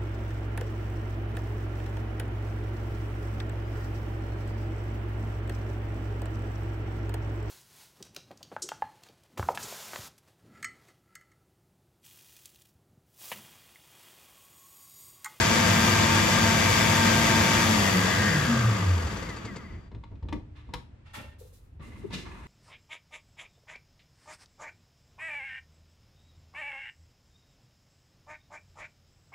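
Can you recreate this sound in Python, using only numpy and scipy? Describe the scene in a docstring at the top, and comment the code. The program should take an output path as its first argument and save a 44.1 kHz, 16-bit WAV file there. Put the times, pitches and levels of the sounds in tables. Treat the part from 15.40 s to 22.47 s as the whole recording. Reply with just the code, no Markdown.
"""A stand mixer roars and whines at full speed, whisking batter on a kitchen counter.
Its spinning shaft drives the fan, gears and whisk and shakes the counter, so when the dial is turned
down the tones slide lower and the roar fades until the motor stops. Hands then click the release,
brush the casing and lift the head. It is all heard through a nearby phone's two microphone ports."""
import sys
import numpy as np
from scipy import signal
from scipy.fft import rfft, irfft
from scipy.io import wavfile
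from scipy.ndimage import uniform_filter1d

SR = 44100
rng = np.random.default_rng(int(sys.argv[2]) if len(sys.argv) > 2 else 0)


def output_pcm(signal):
    """Save a mono or channel-first signal as 16-bit PCM at the path in sys.argv[1].

    Samples are clipped to [-1, 1] before scaling.
    """
    pcm = np.clip(np.atleast_2d(signal).T, -1, 1) * 32767
    wavfile.write(sys.argv[1], SR, np.round(pcm).astype(np.int16))


N = 311781
T = np.arange(N) / SR
HZ = np.arange(N // 2 + 1) * SR / N + 1e-3

# how fast the motor shaft spins: (time [s], speed [turns/s])
SHAFT_SPEED = [(0, 226.8), (2.27, 226.8), (2.44, 198), (2.62, 180), (2.78, 171), (2.95, 154), (3.11, 132),
               (3.27, 114.5), (3.54, 88), (3.7, 74), (3.906, 51), (4.092, 34.2), (4.2, 24.7), (4.26, 20.2),
               (4.3, 17.4), (4.38, 11), (4.48, .5)]
# tone colour of the roar, its hiss, its rumble and the quiet room: (frequency [Hz], level [dB])
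ROAR_COLOUR = [(240, -39.5), (380, -6), (440, -8.5), (560, -6), (668, -3.5), (750, -5), (921, -3.5),
               (1430, -6), (2320, -5), (4190, -12), (7470, -9.5), (8600, -20.5), (11200, -93),
               (18900, -120)]
HISS_COLOUR = [(7000, -30), (8500, -33.5), (10000, 13), (12000, 11), (15000, 4.5), (16400, -4)]
RUMBLE_COLOUR = [(25, -53.5), (38, -17), (50, -15.5), (80, -2.5), (110, 1), (135, -11), (190, -0.5),
                 (260, -10.5), (340, -5.5), (450, -22), (600, -61.5)]
ROOM_COLOUR = [(120, -2.5), (200, -2.5), (591, -8), (2480, -17), (5580, -31), (8580, -35.5), (9000, -46.5),
               (11700, -46.5), (19800, -120)]
# where the casing, hollow head and splash guard ring: (frequency [Hz], width [Hz], boost [dB])
CASING_RINGS = [(506.5, 52, 11), (665, 24, 7.5), (917, 41, 6.5), (1185, 141, 8.5), (1623, 146, 7.5),
                (1852, 15, 11), (2012, 53, 8), (2980, 1800, 3), (3450, 180, 6), (4680, 120, 9.5),
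                (5400, 50, 6), (6010, 87, 6.5), (7350, 1400, 1)]
HEAD_RINGS = [(930, 88, 12), (1140, 145, 10.5), (1726, 33, 9.5), (2070, 150, 8), (2490, 61, 8.5),
              (2730, 60, 5), (2940, 78, 5), (3590, 280, 5.5), (4020, 110, 7.5)]
GUARD_RINGS = [(615, 54, 17), (860, 85, 15), (1360, 50, 11), (1826, 21, 17), (2220, 50, 7.5), (2400, 27, 7),
               (2730, 32, 12), (3430, 45, 8)]
# tones that follow the shaft: (pitch [times the shaft speed], level [dB])
WHINE_TONES = [(.664, -12), (1.447, -18), (3, -20), (4, -12), (4.53, -21), (5.17, -24), (7, -13),
               (7.33, -21), (8, -18.5), (9, -24.5), (9.51, -21.5), (10, -15), (10.5, -17.5), (11.33, -23.5),
               (15.5, -20.5)]
GROAN_TONES = [(1.25, -37.5), (3, -43.5), (6.4, -45), (10.5, -52)]
# what the holder of the motor brushes lets through: (frequency [Hz], gain [dB])
BRUSH_HOLDER = [(500, -30), (800, -22), (1000, -9), (1200, -14), (1500, -18), (1780, -13), (1960, 0),
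                (2150, -2), (2350, -14), (2550, -15), (2800, -24), (3100, -22), (4000, -32), (4700, -27),
                (5400, -33), (7000, -38), (9000, -48), (13000, -60)]
# where the counter shakes most easily: (frequency [Hz], width [Hz], level [dB])
COUNTER_RINGS = [(90.2, 20.7, -20.5), (117.7, 30.5, -23.5), (153, 20, -28), (184.1, 17, -25.5),
                 (208.3, 32.2, -27.5), (224.4, 20, -35.5)]
# strength of the magnetic hum: (time [s], level [dB])
HUM_LEVEL = [(0, -32), (2.2, -30), (2.4, -39), (2.87, -30), (2.95, -43), (3.1, -49), (3.3, -110)]
# pushes that rock counter and phone: (time [s], level [dB], fade time [s], upper band gain [dB])
PUSHES = [(3.6, -35, 1.8, -23), (4.031, -46, 1.4, 4), (4.3, -38, 0.6, -10.5), (4.53, -37.5, 0.61, -17),
          (4.707, -31.5, 0.3, -15), (4.82, -33.5, 1.14, -12), (4.92, -30, 0.24, -4),
          (5.17, -49, 0.13, -29.5), (5.27, -43.5, 1.2, -8), (5.34, -41, 0.32, -6), (5.76, -53.5, 0.52, 7),
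          (5.86, -49, 0.18, -13), (6.31, -46.5, 0.89, -19.5), (6.4, -46.5, 6.3, -3.5),
          (6.72, -44.5, 0.42, 8), (6.83, -53, 1.7, -4)]
# clicks of the dial and of the catch that holds the head:
# (time [s], level [dB], thump gain [dB], ring gain [dB], extra gain for low rings [dB])
DIAL_CLICKS = [(4.515, -52.5, 16.5, -12, 0), (4.547, -47, 11, -12, -6), (4.637, -41.5, 0, -5, -18),
               (4.715, -61, 21, -8, 8), (4.754, -54, -2, -17, 0), (4.826, -52, 14, -3, -4),
               (4.886, -36.5, 3, -19, -5), (4.926, -30, -3, -4, 1), (4.958, -61, 15, 4, 2)]
CATCH_CLICKS = [(5.291, -56, 19, 6, 0), (5.337, -23.5, -8, -10.5, -2), (6.396, -58, 25, -11, 0),
                (6.706, -43, 10, -11, 0.28), (6.728, -39, 4, -13, 0)]
# how those two parts ring: (frequency [Hz], level [dB], fade time [s])
DIAL_RINGS = [(294.5, 14, 0.2), (300, -10, 1.4), (557, -2, 0.056), (918, 3, 0.041), (1070, -3.5, 0.044),
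              (2100, -5, 0.04)]
CATCH_RINGS = [(302, -4, .15), (488, 6, 0.11), (937, -0.5, 0.057), (1098, -8, 0.24), (2010, -17, 0.036)]
# hands rub the casing, grip the guard and stir up hollow tones:
# (time [s], level [dB], fade time [s], middle frequency [Hz])
CASING_RUBS = [(5.15, -62, 0.7, 2230), (5.982, -60, 0.52, 9050), (6.12, -64.5, 0.53, 9050),
               (6.39, -64, 6.4, 1710), (6.41, -65.5, 3, 6550), (6.9, -67, 2.3, 6000),
               (6.70, -52, 0.246, 2500), (6.722, -40.5, 0.44, 3700), (6.84, -56.5, 4.4, 1400)]
GUARD_RUBS = [(5.65, -62, 0.81, 2400), (5.731, -44, 0.47, 2220), (5.731, -49, 0.35, 7850)]
HOLLOW_RUBS = [(6.41, -62, 0.15, 1160), (6.42, -66.5, 1.5, 2050), (6.42, -68, 1, 2750), (6.9, -66, 2, 2580),
               (6.74, -50, .3, 2800), (6.56, -50.5, 4.2, 182), (7.5, -48, .4, 192),
               (5.76, -53.5, 0.64, 564), (6.634, -35, 0.089, 372), (6.725, -44, 0.15, 3700),
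               (6.69, -51.5, .2, 390), (6.82, -53, 1, 375), (6, -49, .3, 470)]
# how alike the two ports sound: (frequency [Hz], likeness [0-1])
PORT_LIKENESS = [(60, .985), (130, .95), (220, .85), (330, .2), (700, .3), (1400, .12), (3000, .3),
                 (6000, .5), (9000, .6)]
# how much louder the left port is: (frequency [Hz], left minus right [dB])
PORT_BALANCE = [(110, 0), (200, 2), (380, 1), (700, 4), (1290, 3), (2380, 4), (4400, 6), (7000, 5),
                (9000, 0)]

POWER_OFF_S, UNLOAD_S, STOP_S = 2.27, 0.067, 4.462
HUM_HZ, COMMUTATOR_BARS, TEETH_PER_TURN = 100.6, 20, 17.4
GRIND_BAND_HZ, SING_HZ, SING_WIDTH_HZ = (950, 1750), 4650, 260
COASTING = np.clip((T - POWER_OFF_S) / UNLOAD_S, 0, 1)  # 0 under power, 1 once it is off
STOP_FADE_DB = -20 * (np.clip(T - STOP_S, 0, 1) / 0.043) ** 2


def gain(db):
    """Turn decibels into a multiplier."""
    return 10 ** (np.asarray(db) / 20)

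def since(start_s):
    """Seconds since a moment, zero before it."""
    return np.clip(T - start_s, 0, None)

def unit(x):
    """Scale a sound to an average (rms) strength of 1."""
    return x / np.sqrt(np.mean(x ** 2))

def over_hz(table):
    """Read a table at every frequency."""
    hz, value = np.transpose(table)
    return np.interp(np.log(HZ), np.log(hz + 1), value)

def drift(rate):
    """A smooth random wander of about 1 either way, with `rate` new values a second."""
    hold = int(SR / rate)
    steps = np.repeat(rng.standard_normal(N // hold + 1), hold)
    return 1.5 * uniform_filter1d(uniform_filter1d(steps, hold), hold)[:N]

def band(x, low_hz, high_hz):
    """Keep the sound between two frequencies."""
    edges = [max(low_hz, 20), min(high_hz, 20000)]
    return signal.sosfilt(signal.butter(2, edges, "band", fs=SR, output="sos"), x)

def colour(x, gains):
    """Give each frequency its own gain."""
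    return irfft(rfft(x) * gains, N)

def peak(hz, middle_hz, width_hz, steepness=2):
    """A hump that is 1 in the middle and falls away on both sides."""
    return 1 / (1 + (2 * (hz - middle_hz) / width_hz) ** steepness)

def ringing(rings):
    """Gains of a part that boosts the frequencies it rings at."""
    return np.sqrt(1 + sum((gain(2 * db) - 1) * peak(HZ, hz, width) for hz, width, db in rings))

def swell(start_s, db, fade_s, rise_s=0.019):
    """Rise quickly, then die away; a fade time is how long a 60 dB drop takes."""
    return gain(db - 60 * since(start_s + rise_s) / fade_s) * np.clip(since(start_s) / rise_s, 0, 1)

def direction(lead_s=36e-6):
    """The left port is nearer, so it hears the mixer sooner and louder."""
    left = gain(over_hz(PORT_BALANCE) / 2) * np.exp(1j * np.pi * HZ * lead_s)
    return np.array([left, 1 / left])

def wide_noise(gains, pulse=1.):
    """Noise from a wide source: part reaches both ports alike, the rest differs."""
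    alike = over_hz(PORT_LIKENESS)
    shared = colour(pulse * rng.standard_normal(N), np.sqrt(alike))
    separate = colour(pulse * rng.standard_normal((2, N)), np.sqrt(1 - alike))
    return colour(shared + separate, gains * direction())

def table_noise(table, pulse=1., shell=1.):
    """Wide noise coloured by a table, at a standard strength."""
    x = wide_noise(gain(over_hz(table)) * shell, pulse)
    return x / np.std(x.mean(axis=0))

def roar(turns, pace, hiss_db, casing):
    """Fan, gears and whisk make noise; as they slow, the top fades first, rumble and grind last."""
    # it throbs every second shaft turn and with each lap of the whisk
    throb = 1 + 0.15 * np.cos(np.pi * turns) + 0.046 * np.cos(2 * np.pi * turns / 35)
    body = table_noise(ROAR_COLOUR, throb * gain(0.28 * drift(14)), casing) * gain(0.4 * COASTING)
    top = colour(body, 1 / (1 + (2775 / HZ) ** 4))
    body += (gain(9.5 * pace) - 1) * top
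    hiss = gain(hiss_db) * table_noise(HISS_COLOUR, gain(0.73 * drift(11)))
    rumble = gain(-2.5 - 6.5 * pace) * table_noise(RUMBLE_COLOUR)
    grind = unit(wide_noise(casing * np.abs(rfft(band(T == 0, *GRIND_BAND_HZ)))))
    grind_db = -19.5 - 24 * np.maximum(pace, np.log10(0.3)) + 2 * drift(40)
    return body + hiss + rumble + gain(grind_db) * grind

def whine(turns, roar_db):
    """Motor and gears whine under load; the whine drops when the power goes off."""
    tones = sum(gain(db + 1.5 * drift(18)) * np.sin(2 * np.pi * k * turns + .7 * drift(8))
                for k, db in WHINE_TONES)
    return gain(roar_db + 0.5 - 11 * COASTING - 3 * since(POWER_OFF_S)) * tones

def brush_buzz(speed, turns, jitter):
    """The brushes click over the motor's contact bars, and their holder colours the buzz."""
    phase = 2 * np.pi * COMMUTATOR_BARS * turns + jitter
    buzz = sum(np.cos(k * phase) * (k * COMMUTATOR_BARS * speed < 13000) for k in range(1, 13))
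    db = -43 + 44 * np.log10(speed / np.hypot(speed, 25)) + STOP_FADE_DB  # holds until the shaft is slow
    return colour(buzz * gain(db + 2 * drift(60)), gain(over_hz(BRUSH_HOLDER)))

def gear_chatter(turns, roar_db, casing):
    """With the load off, loose gear teeth chatter more and ring the casing."""
    knock = sum(np.cos(np.pi * k * turns + 2.2 * drift(35)) for k in range(18, 27))
    slack_db = -30.5 + 12 * np.clip(since(POWER_OFF_S) / 0.58, 0, 1) - 8 * since(3.27)
    return colour(knock * gain(roar_db + slack_db), casing ** 2 * peak(HZ, 1790, 2 * 770))

def thin_ring(pace):
    """A thin, high ring lasts until the shaft stops."""
    ring = unit(band(rng.standard_normal(N), SING_HZ - SING_WIDTH_HZ / 2, SING_HZ + SING_WIDTH_HZ / 2))
    return ring * gain(-51 + 21 * pace + STOP_FADE_DB + 1.5 * drift(40))

def gear_whistle(speed, turns, db):
    """Overtones of the meeting gear teeth glide through a high resonance."""
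    multiples = TEETH_PER_TURN * np.arange(4, 13)
    tones = sum(np.cos(2 * np.pi * k * turns) * peak(k * speed, 10300, 1700, 4) for k in multiples)
    return np.sqrt(2) * tones * gain(db + 2 * drift(30))

def counter_shake(speed, turns):
    """The unbalanced rotor shakes the counter, hardest at the speeds the counter rings at."""
    waver = gain(1.5 * drift(8) + 1.5 * drift(30))
    strength = sum(gain(db) * peak(speed, hz, width) ** 2 for hz, width, db in COUNTER_RINGS)
    return strength * waver * np.sin(2 * np.pi * turns + .35 * drift(25))

def magnetic_hum():
    """The motor's magnetism hums at twice the mains frequency."""
    db = np.interp(T, *np.transpose(HUM_LEVEL)) + drift(12)
    return gain(db) * np.sin(2 * np.pi * HUM_HZ * T + 0.35 * drift(10))

def gear_ticks(speed, turns, casing, turns_per_tick=3.66, one_tick_s=4.047):
    """A gear ticks once a lap, more softly while power presses the teeth together."""
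    laps = np.floor((turns - turns[int(one_tick_s * SR)]) / turns_per_tick)
    ticks = (np.diff(laps, prepend=0) == 1) & (speed > 18)
    db = -25.5 - 7 * (1.5 - COASTING) + 5 * np.log10(speed / speed[0]) + 2.5 * rng.uniform(-0.79, 1, N)
    t = T[:1500]
    rattle = rng.standard_normal(len(t)) * gain(-60 * t / .08) * np.clip(t / .01, 0, 1)
    rattles = signal.fftconvolve(ticks * gain(db), rattle)[:N]
    ring_and_thud = ringing([(SING_HZ, SING_WIDTH_HZ, 6)]) * ringing([(330, 2 * 200, 13)])
    body = gain(.5 * over_hz(ROAR_COLOUR)) * ring_and_thud
    lows = gain(over_hz(RUMBLE_COLOUR) + 22)
    return colour(rattles, casing ** .75 * (body + lows))

def room_noise():
    """The faint, low background of the room."""
    air = colour(rng.standard_normal((2, N)), gain(over_hz(ROOM_COLOUR)))
    return gain(-65 + 2 * drift(1.9)) * unit(air)

def sway(rest_db=-51.5):
    """Counter and phone wobble faintly all along, and rock after each push."""
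    low = unit(band(band(rng.standard_normal(N), 32.6, 106), 40, 130))
    upper = unit(band(rng.standard_normal((2, N)) * 0.75 + rng.standard_normal(N), 113, 308))
    low_power, upper_power = gain(rest_db) ** 2, gain(rest_db - 16) ** 2
    for start_s, db, fade_s, upper_db in PUSHES:
        low_power += swell(start_s, db, fade_s) ** 2
        upper_power += swell(start_s, db + upper_db, fade_s) ** 2
    return np.sqrt(low_power) * low + np.sqrt(upper_power) * upper

def tooth_tones(turns, pace, jitter, casing):
    """While coasting, the lowest gear tooth tones slide down through the casing's resonances."""
    tones = sum(np.cos(2 * np.pi * k * TEETH_PER_TURN * turns + jitter) for k in (1, 1.5, 2, 3))
    tones *= COASTING * gain(-49 + 15 * pace + STOP_FADE_DB)
    return colour(band(tones, *GRIND_BAND_HZ), casing)

def base_groan(speed, turns):
    """Falling shaft tones groan as they pass the pitch the mixer's base rings at."""
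    return COASTING * sum(
        gain(db + 2.3 * drift(25)) * np.sin(2 * np.pi * k * turns + 0.68 * drift(30))
        * peak(k * speed, 202, 46) for k, db in GROAN_TONES)

def moan(turns, start_s=3.08, end_s=3.42):
    """A second, higher hum briefly falls along with the shaft."""
    db = -33.5 - 398 * np.clip(start_s - T, 0, None) - 158 * since(end_s)
    return gain(db + 4 * drift(22)) * np.sin(2 * np.pi * 1.8 * turns + .9 * drift(30))

def clicks(table, rings, low_ring_hz=520):
    """Each click is a short crack, a ring of the plastic part and a thump through the counter."""
    out, t = np.zeros((2, N)), T[:SR // 3]
    pan_db = np.array([[3.5], [-3.5]]) / 2
    for start_s, db, thump_db, ring_db, low_db in table:
        crack_noise, thump_noise, scatter = rng.standard_normal((3, len(t)))
        burst = crack_noise * gain(-60 * t / 0.047) * np.clip(t / 0.0014, 0, 1)
        treble = gain(1 + .8 * db) * band(burst, 5800, 12000)  # harder clicks are brighter
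        crack = band(band(burst, 500, 4000), 540, 5700) + treble
        ring = 0
        for k, (hz, tone_db, fade_s) in enumerate(rings):
            fade = gain(tone_db + low_db * (hz < low_ring_hz) + 2 * scatter[k] - 60 * t / fade_s)
            ring += fade * np.sin(2 * np.pi * hz * (1 + 0.0024 * scatter[k + 20]) * t)
        thump = band(thump_noise * gain(-60 * t / 0.18), 49, 226)
        hit = crack / np.abs(crack).max() + gain(ring_db) * ring / 2
        hit += gain(thump_db) * thump / np.abs(thump).max()
        i = int(start_s * SR)
        out[:, i:i + len(t)] += (gain(db - 6 + pan_db) * hit)[:, :N - i]
    return colour(out, ringing(HEAD_RINGS))

def kitchen_echo(x, fade_s=0.29):
    """Add a fading tail of reflections, different at each port."""
    t = T[:SR // 2]
    tail = rng.standard_normal((2, len(t))) * gain(-60 * t / fade_s) * (t > .004)
    tail /= np.sqrt(np.sum(tail[0] ** 2))
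    return x + gain(-6) * signal.fftconvolve(x, tail, axes=1)[:, :N]

def hand_rubs(table, rings, width_share=1.15, extra_width_hz=0):
    """Hands make grainy friction noise, coloured by the hollow part; narrow bands sound like tones."""
    out = 0
    for start_s, db, fade_s, hz in table:
        reach_hz = (hz * width_share + extra_width_hz) / 2
        noise = rng.standard_normal(N) + 1.86 * rng.standard_normal((2, N))
        rub = unit(band(noise, hz - reach_hz, hz + reach_hz))
        out += swell(start_s, db, fade_s) * gain(1.2 * drift(70)) * rub
    return colour(out, ringing(rings))

def scene():
    """One shaft drives the mixer's sounds; the hands, the sway and the room are added to them."""
    speed = np.interp(T, *np.transpose(SHAFT_SPEED))
    turns = np.cumsum(speed * (1 + 0.0011 * drift(9))) / SR
    share = speed / speed[0]
    pace = np.log10(np.hypot(share, 0.066))  # 0 at full speed, about -1.2 when only rubbing is left
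    roar_db = -25.5 + 30 * pace + STOP_FADE_DB
    hiss_db = -18.5 + 10 * np.log10(share)  # relative to the roar
    casing, jitter = ringing(CASING_RINGS), .17 * drift(150)
    noise = gain(roar_db) * roar(turns, pace, hiss_db, casing)
    tones = whine(turns, roar_db) + counter_shake(speed, turns) + magnetic_hum()
    tones += base_groan(speed, turns) + moan(turns)
    buzz = brush_buzz(speed, turns, jitter) + thin_ring(pace)
    gears = gear_chatter(turns, roar_db, casing) + gear_whistle(speed, turns, roar_db + hiss_db - 4.5)
    gears += gear_ticks(speed, turns, casing) + tooth_tones(turns, pace, jitter, casing)
    mixer = noise + colour(np.sqrt(2) * tones + buzz + gears, direction())
    hands = kitchen_echo(clicks(DIAL_CLICKS, DIAL_RINGS) + clicks(CATCH_CLICKS, CATCH_RINGS))
    hands += hand_rubs(CASING_RUBS, HEAD_RINGS) + hand_rubs(GUARD_RUBS, GUARD_RINGS)
    hands += hand_rubs(HOLLOW_RUBS, HEAD_RINGS, width_share=0.046, extra_width_hz=70)
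    return mixer + hands + sway() + room_noise()

def record(dry):
    """The phone cuts the treble above 16 kHz."""
    return signal.sosfilt(signal.ellip(8, .2, 70, 16000, fs=SR, output="sos"), dry)


dry = scene()
out = record(dry)
output_pcm(out)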